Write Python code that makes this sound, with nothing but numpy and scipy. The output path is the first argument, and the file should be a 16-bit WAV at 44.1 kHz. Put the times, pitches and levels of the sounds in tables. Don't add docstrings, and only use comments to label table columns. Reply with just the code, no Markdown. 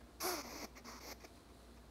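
import sys
import numpy as np
from scipy import signal
from scipy.fft import rfft, irfft
from scipy.io import wavfile

SR = 44100
rng = np.random.default_rng(int(sys.argv[2]) if len(sys.argv) > 2 else 0)


def unload_audio(sound):
    columns = np.transpose(np.atleast_2d(sound))
    steps = np.round(np.clip(columns, -1, 1) * 32767)
    wavfile.write(sys.argv[1], SR, steps.astype(np.int16))


N = 83790
T = np.arange(N) / SR

# frequency_hz, gain_db
WASH_SPECTRUM = [(45, -6.5), (80, -3), (130, -6.5), (200, -7), (260, -5.5), (400, -7), (700, -14.5),
                 (1200, -16.5), (1800, -22), (3000, -27.5), (4100, -25), (7000, -32), (15500, -37.5)]
# pitch_hz, level_db
HUM_TONES = [(59.2, -64), (238, -71), (689, -77.5)]
# time_s, level_db
RUSTLE_LEVELS = [(0, -84), (.1, -77), (.2, -79), (1.15, -80), (1.351, -70.5), (1.45, -77), (1.62, -72.5),
                 (1.9, -80.5)]
# frequency_hz, gain_db
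RUSTLE_SPECTRUM = [(1000, -31), (3300, -4.5), (4100, 4), (5200, -8), (7200, -9), (8400, -4.5), (10000, -5),
                   (15000, -19.5)]
# peak_s, half_width_s, level_db
QUILL_RUBS = [(0.011, 0.0074, -61.5), (1.61, 0.018, -74)]
# frequency_hz, gain_db
RUB_SPECTRUM = [(100, -24), (600, -7), (1500, -5.5), (2500, -19), (12000, -37)]
# throat_db, mouth_db, drone_db, nasal_hz, nasal_db, whistle_hz, whistle_width_hz,
# whistle_db, spit_db
HUFFS = [(0.2, 0.29, 0.42, -46.5, -44.5, -52, -11, -4, -37, 2245, -8.5, 11500, 2210, 1, -38),
         (0.422, 0.46, .654, -59.5, -56.5, -52.5, 0.5, -11, -23, 2165, -5.5, 12340, 1490, -9, -5),
         (.750, .778, 0.8, -71.5, -57, -70, -1.5, -1, -7, 2140, 1.5, 13500, 1100, -8.5, -17),
         (0.841, .885, .993, -64, -56, -61.5, -4, 0, -3, 2100, -5.5, 11380, 2400, -12, -27),
         (1, 1.105, 1.129, -60, -54, -53.5, 0, -8.5, -7, 2160, -5, 12270, 990, -5.5, -13),
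         (1.198, 1.203, 1.29, -62, -65.5, -81, -12, -2, -11, 2200, -1, 13000, 1300, -10, -25),
         (1.232, 1.254, 1.259, -71, -60.5, -68, 6, -4.5, -11, 2160, 3.5, 13100, 1200, -10, -9.5)]
# frequency_hz, gain_db
SNOUT_SPECTRUM = [(300, -34), (1650, -11), (2500, -10.5), (2900, -23.5), (3500, -13.5), (4050, -11),
                  (4300, -3), (4900, -2.5), (5500, -0.5), (6100, -1.5), (6700, -7), (7300, -16.5),
                  (9000, -24.5), (12000, -17), (15500, -22)]
# frequency_hz, gain_db
THROAT_SPECTRUM = [(100, -11), (200, -17), (270, -0.5), (450, 1), (700, -1), (900, -4), (1150, -4),
                   (1400, -16.5), (1700, -32), (3000, -39)]
# time_s, pitch_hz, level_db
GRUNT_CURVE = [(0.22, 312, -64), (0.237, 324.9, -48.5), (0.249, 342.5, -42), (0.271, 377.6, -39.5),
               (.315, 352.9, -44), (.341, 344.5, -42), (.360, 302.8, -53.5), (0.391, 292.3, -48),
               (.412, 265, -56.5), (0.426, 243, -61)]
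# frequency_hz, gain_db
GRUNT_SPECTRUM = [(150, -3.5), (240, 0.5), (360, 0.5), (500, -3), (710, 0), (900, -6.5), (1140, -8.5),
                  (1400, -6.5), (1750, -31), (2400, -40), (3200, -39), (6000, -53)]
# time_s, pitch_hz, level_db
FLUTTER_CURVE = [(.428, 245, -65), (.470, 237.9, -55.5), (.515, 243.1, -59.5), (.575, 318.4, -56.5),
                 (.610, 300, -58), (.645, 281, -49.5), (.660, 290, -64)]
# frequency_hz, gain_db
FLUTTER_SPECTRUM = [(150, -3.5), (300, -1.5), (480, -12.5), (720, -7), (1100, -13), (1500, -24),
                    (3000, -45)]
# time_s, share_of_pitch
FLUTTER_JITTER = [(.43, .02), (.55, .03), (.63, .1)]
# peak_s, level_db
SNIFFS = [(1.375, -67), (1.501, -71), (1.775, -67.5)]

NASAL_WIDTH_HZ, MOUTH_HZ, MOUTH_WIDTH_HZ = 430, 1120, 426
ATTACK_S, RELEASE_S = 0.0078, 0.0028
SPIT_HALF_WIDTH_S, SPIT_LEAD_S = 0.0052, 0.0095
WHISTLE_FADE_DB_PER_S, WHISTLE_BUILD_S = 43, 0.011
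TURBULENCE_DB, TURBULENCE_GROWTH, HARD_PUSH_DB = -55, 3.1, -45.5


def amp(db):
    return 10 ** (np.asarray(db) / 20)


def unit(x):
    return x / np.sqrt(np.mean(x ** 2) + 1e-20)


def noise():
    return rng.standard_normal(N)


def colour(x, spectrum):
    hz, db = np.transpose(spectrum)
    f = abs(np.fft.fftfreq(4096, 1 / SR))
    log_gain = np.log(amp(np.interp(np.log(f + 1), np.log(hz), db)))
    taps = np.fft.ifft(np.exp(np.conj(signal.hilbert(log_gain)))).real
    return unit(signal.oaconvolve(x, taps[:len(taps) // 2])[:N])


def wander(rate_hz):
    f = np.fft.rfftfreq(N, 1 / SR)
    return unit(irfft(rfft(noise()) / (1 + (f / rate_hz) ** 4), N))


def ring(hz, width_hz):
    detune = (np.fft.rfftfreq(N, 1 / SR) - hz) / width_hz
    return unit(irfft(rfft(noise()) / np.hypot(1, 2 * detune) / (1 + detune ** 2 / 2), N))


def swell(peak_s, half_width_s, level_db):
    return amp(level_db) * np.exp(-((T - peak_s) / half_width_s) ** 2)


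def kitchen(waver=0.3, wash_db=-62, low_cut_hz=40):
    hum = np.zeros(N)
    for hz, db in HUM_TONES:
        level = amp(db) * np.sqrt(2) * (1 + waver * wander(10))
        hum += level * np.sin(2 * np.pi * (hz * T + rng.random()) + waver * wander(4.4))
    low_cut = signal.butter(4, low_cut_hz, "high", fs=SR, output="sos")
    return hum + amp(wash_db) * signal.sosfilt(low_cut, colour(noise(), WASH_SPECTRUM))


def quills(grain_db=3):
    rub_level = sum(swell(*rub) for rub in QUILL_RUBS)
    rustle_level = amp(np.interp(T, *np.transpose(RUSTLE_LEVELS)))
    grains = noise() * amp(grain_db * wander(360))
    return rub_level * colour(noise(), RUB_SPECTRUM) + rustle_level * colour(grains, RUSTLE_SPECTRUM)


def room_reflections(direct, level_db=-14.5, t60_s=0.24):
    t = T[:SR // 2]
    tail = rng.standard_normal(len(t)) * amp(-60 * t / t60_s) * (t > .003)
    return amp(level_db) * signal.oaconvolve(direct, tail / np.linalg.norm(tail))[:N]


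def huffs(pulsing, unsteady_db=0.5, unsteady_hz=70):
    snout = colour(noise(), SNOUT_SPECTRUM)
    throat = colour(noise() * pulsing, THROAT_SPECTRUM)
    mouth = ring(MOUTH_HZ, MOUTH_WIDTH_HZ) * pulsing
    drone = ring(hz=248.2, width_hz=18)
    hiss, push = np.zeros(N), np.zeros(N)
    for (start_s, peak_s, end_s, start_db, peak_db, end_db, throat_db, mouth_db, drone_db,
         nasal_hz, nasal_db, whistle_hz, whistle_width_hz, whistle_db, spit_db) in HUFFS:
        age_s = np.maximum(T - start_s, 0)
        gate = np.minimum(age_s / ATTACK_S, 1) * np.exp(-np.maximum(T - end_s, 0) / RELEASE_S)
        contour = amp(np.interp(T, [start_s, peak_s, end_s], [start_db, peak_db, end_db]) - peak_db)
        spit = swell(end_s - SPIT_LEAD_S, SPIT_HALF_WIDTH_S, spit_db)
        flow = gate * (contour + spit)
        body = snout + amp(throat_db) * throat + amp(mouth_db) * mouth + amp(drone_db) * drone
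        body += amp(nasal_db) * ring(nasal_hz, NASAL_WIDTH_HZ)
        whistle = amp(whistle_db - WHISTLE_FADE_DB_PER_S * age_s) * ring(whistle_hz, whistle_width_hz)
        whistle *= 1 - np.exp(-age_s / WHISTLE_BUILD_S)
        hiss += amp(peak_db) * (flow * body + flow ** 2 * whistle)
        push += amp(peak_db - HARD_PUSH_DB) * flow
    turbulence = amp(TURBULENCE_DB) * push ** TURBULENCE_GROWTH * ring(hz=8850, width_hz=6600)
    return (hiss + turbulence) * amp(unsteady_db * wander(unsteady_hz))


def throat_pulses(curve, spectrum, jitter, shimmer=0.2, uneven_hz=170):
    time_s, pitch_hz, level_db = np.transpose(curve)
    level = np.interp(T, time_s, amp(level_db), left=0, right=0)
    jittered_hz = np.interp(T, time_s, pitch_hz) * (1 + jitter * wander(uneven_hz))
    phase = 2 * np.pi * np.cumsum(jittered_hz) / SR
    pulses = -sum(np.cos(k * phase) for k in range(1, 14))
    pulses *= 1 + shimmer * wander(uneven_hz)
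    return level, phase, colour(pulses, spectrum)


def grunt(rasp_db=-10.5, pulsing_depth=0.5):
    level, phase, voice = throat_pulses(GRUNT_CURVE, GRUNT_SPECTRUM, jitter=0.025)
    rasp = amp(rasp_db) * ring(hz=1060, width_hz=760) * (1 + np.sin(phase))
    pulsing = 1 + pulsing_depth * np.sqrt(level / level.max()) * np.cos(phase)
    return level * (voice + rasp), pulsing


def flutter(rasp_db=-9):
    jitter = np.interp(T, *np.transpose(FLUTTER_JITTER))
    level, phase, voice = throat_pulses(FLUTTER_CURVE, FLUTTER_SPECTRUM, jitter)
    rasp = amp(rasp_db) * ring(hz=800, width_hz=700) * (1 + np.sin(phase))
    return level * (voice + rasp)


def sniffs(throat_db=-4, snout_db=-8, nasal_hz=2350, nasal_db=-4, mouth_db=-2, half_width_s=0.012):
    air = amp(throat_db) * colour(noise(), THROAT_SPECTRUM)
    air += amp(snout_db) * colour(noise(), SNOUT_SPECTRUM)
    air += amp(nasal_db) * ring(nasal_hz, NASAL_WIDTH_HZ)
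    air += amp(mouth_db) * ring(MOUTH_HZ, MOUTH_WIDTH_HZ)
    return air * sum(swell(peak_s, half_width_s, level_db) for peak_s, level_db in SNIFFS)


def scene():
    grunt_sound, pulsing = grunt()
    hedgehog = grunt_sound + flutter() + huffs(pulsing) + sniffs() + quills()
    return (hedgehog + room_reflections(hedgehog) + kitchen())[None]


def record(dry):
    cutoff_hz = 15770
    low_pass = signal.firwin(1023, cutoff_hz, window=("kaiser", 9), fs=SR)
    return signal.oaconvolve(dry, low_pass[None], "same")


dry = scene()
out = record(dry)
unload_audio(out)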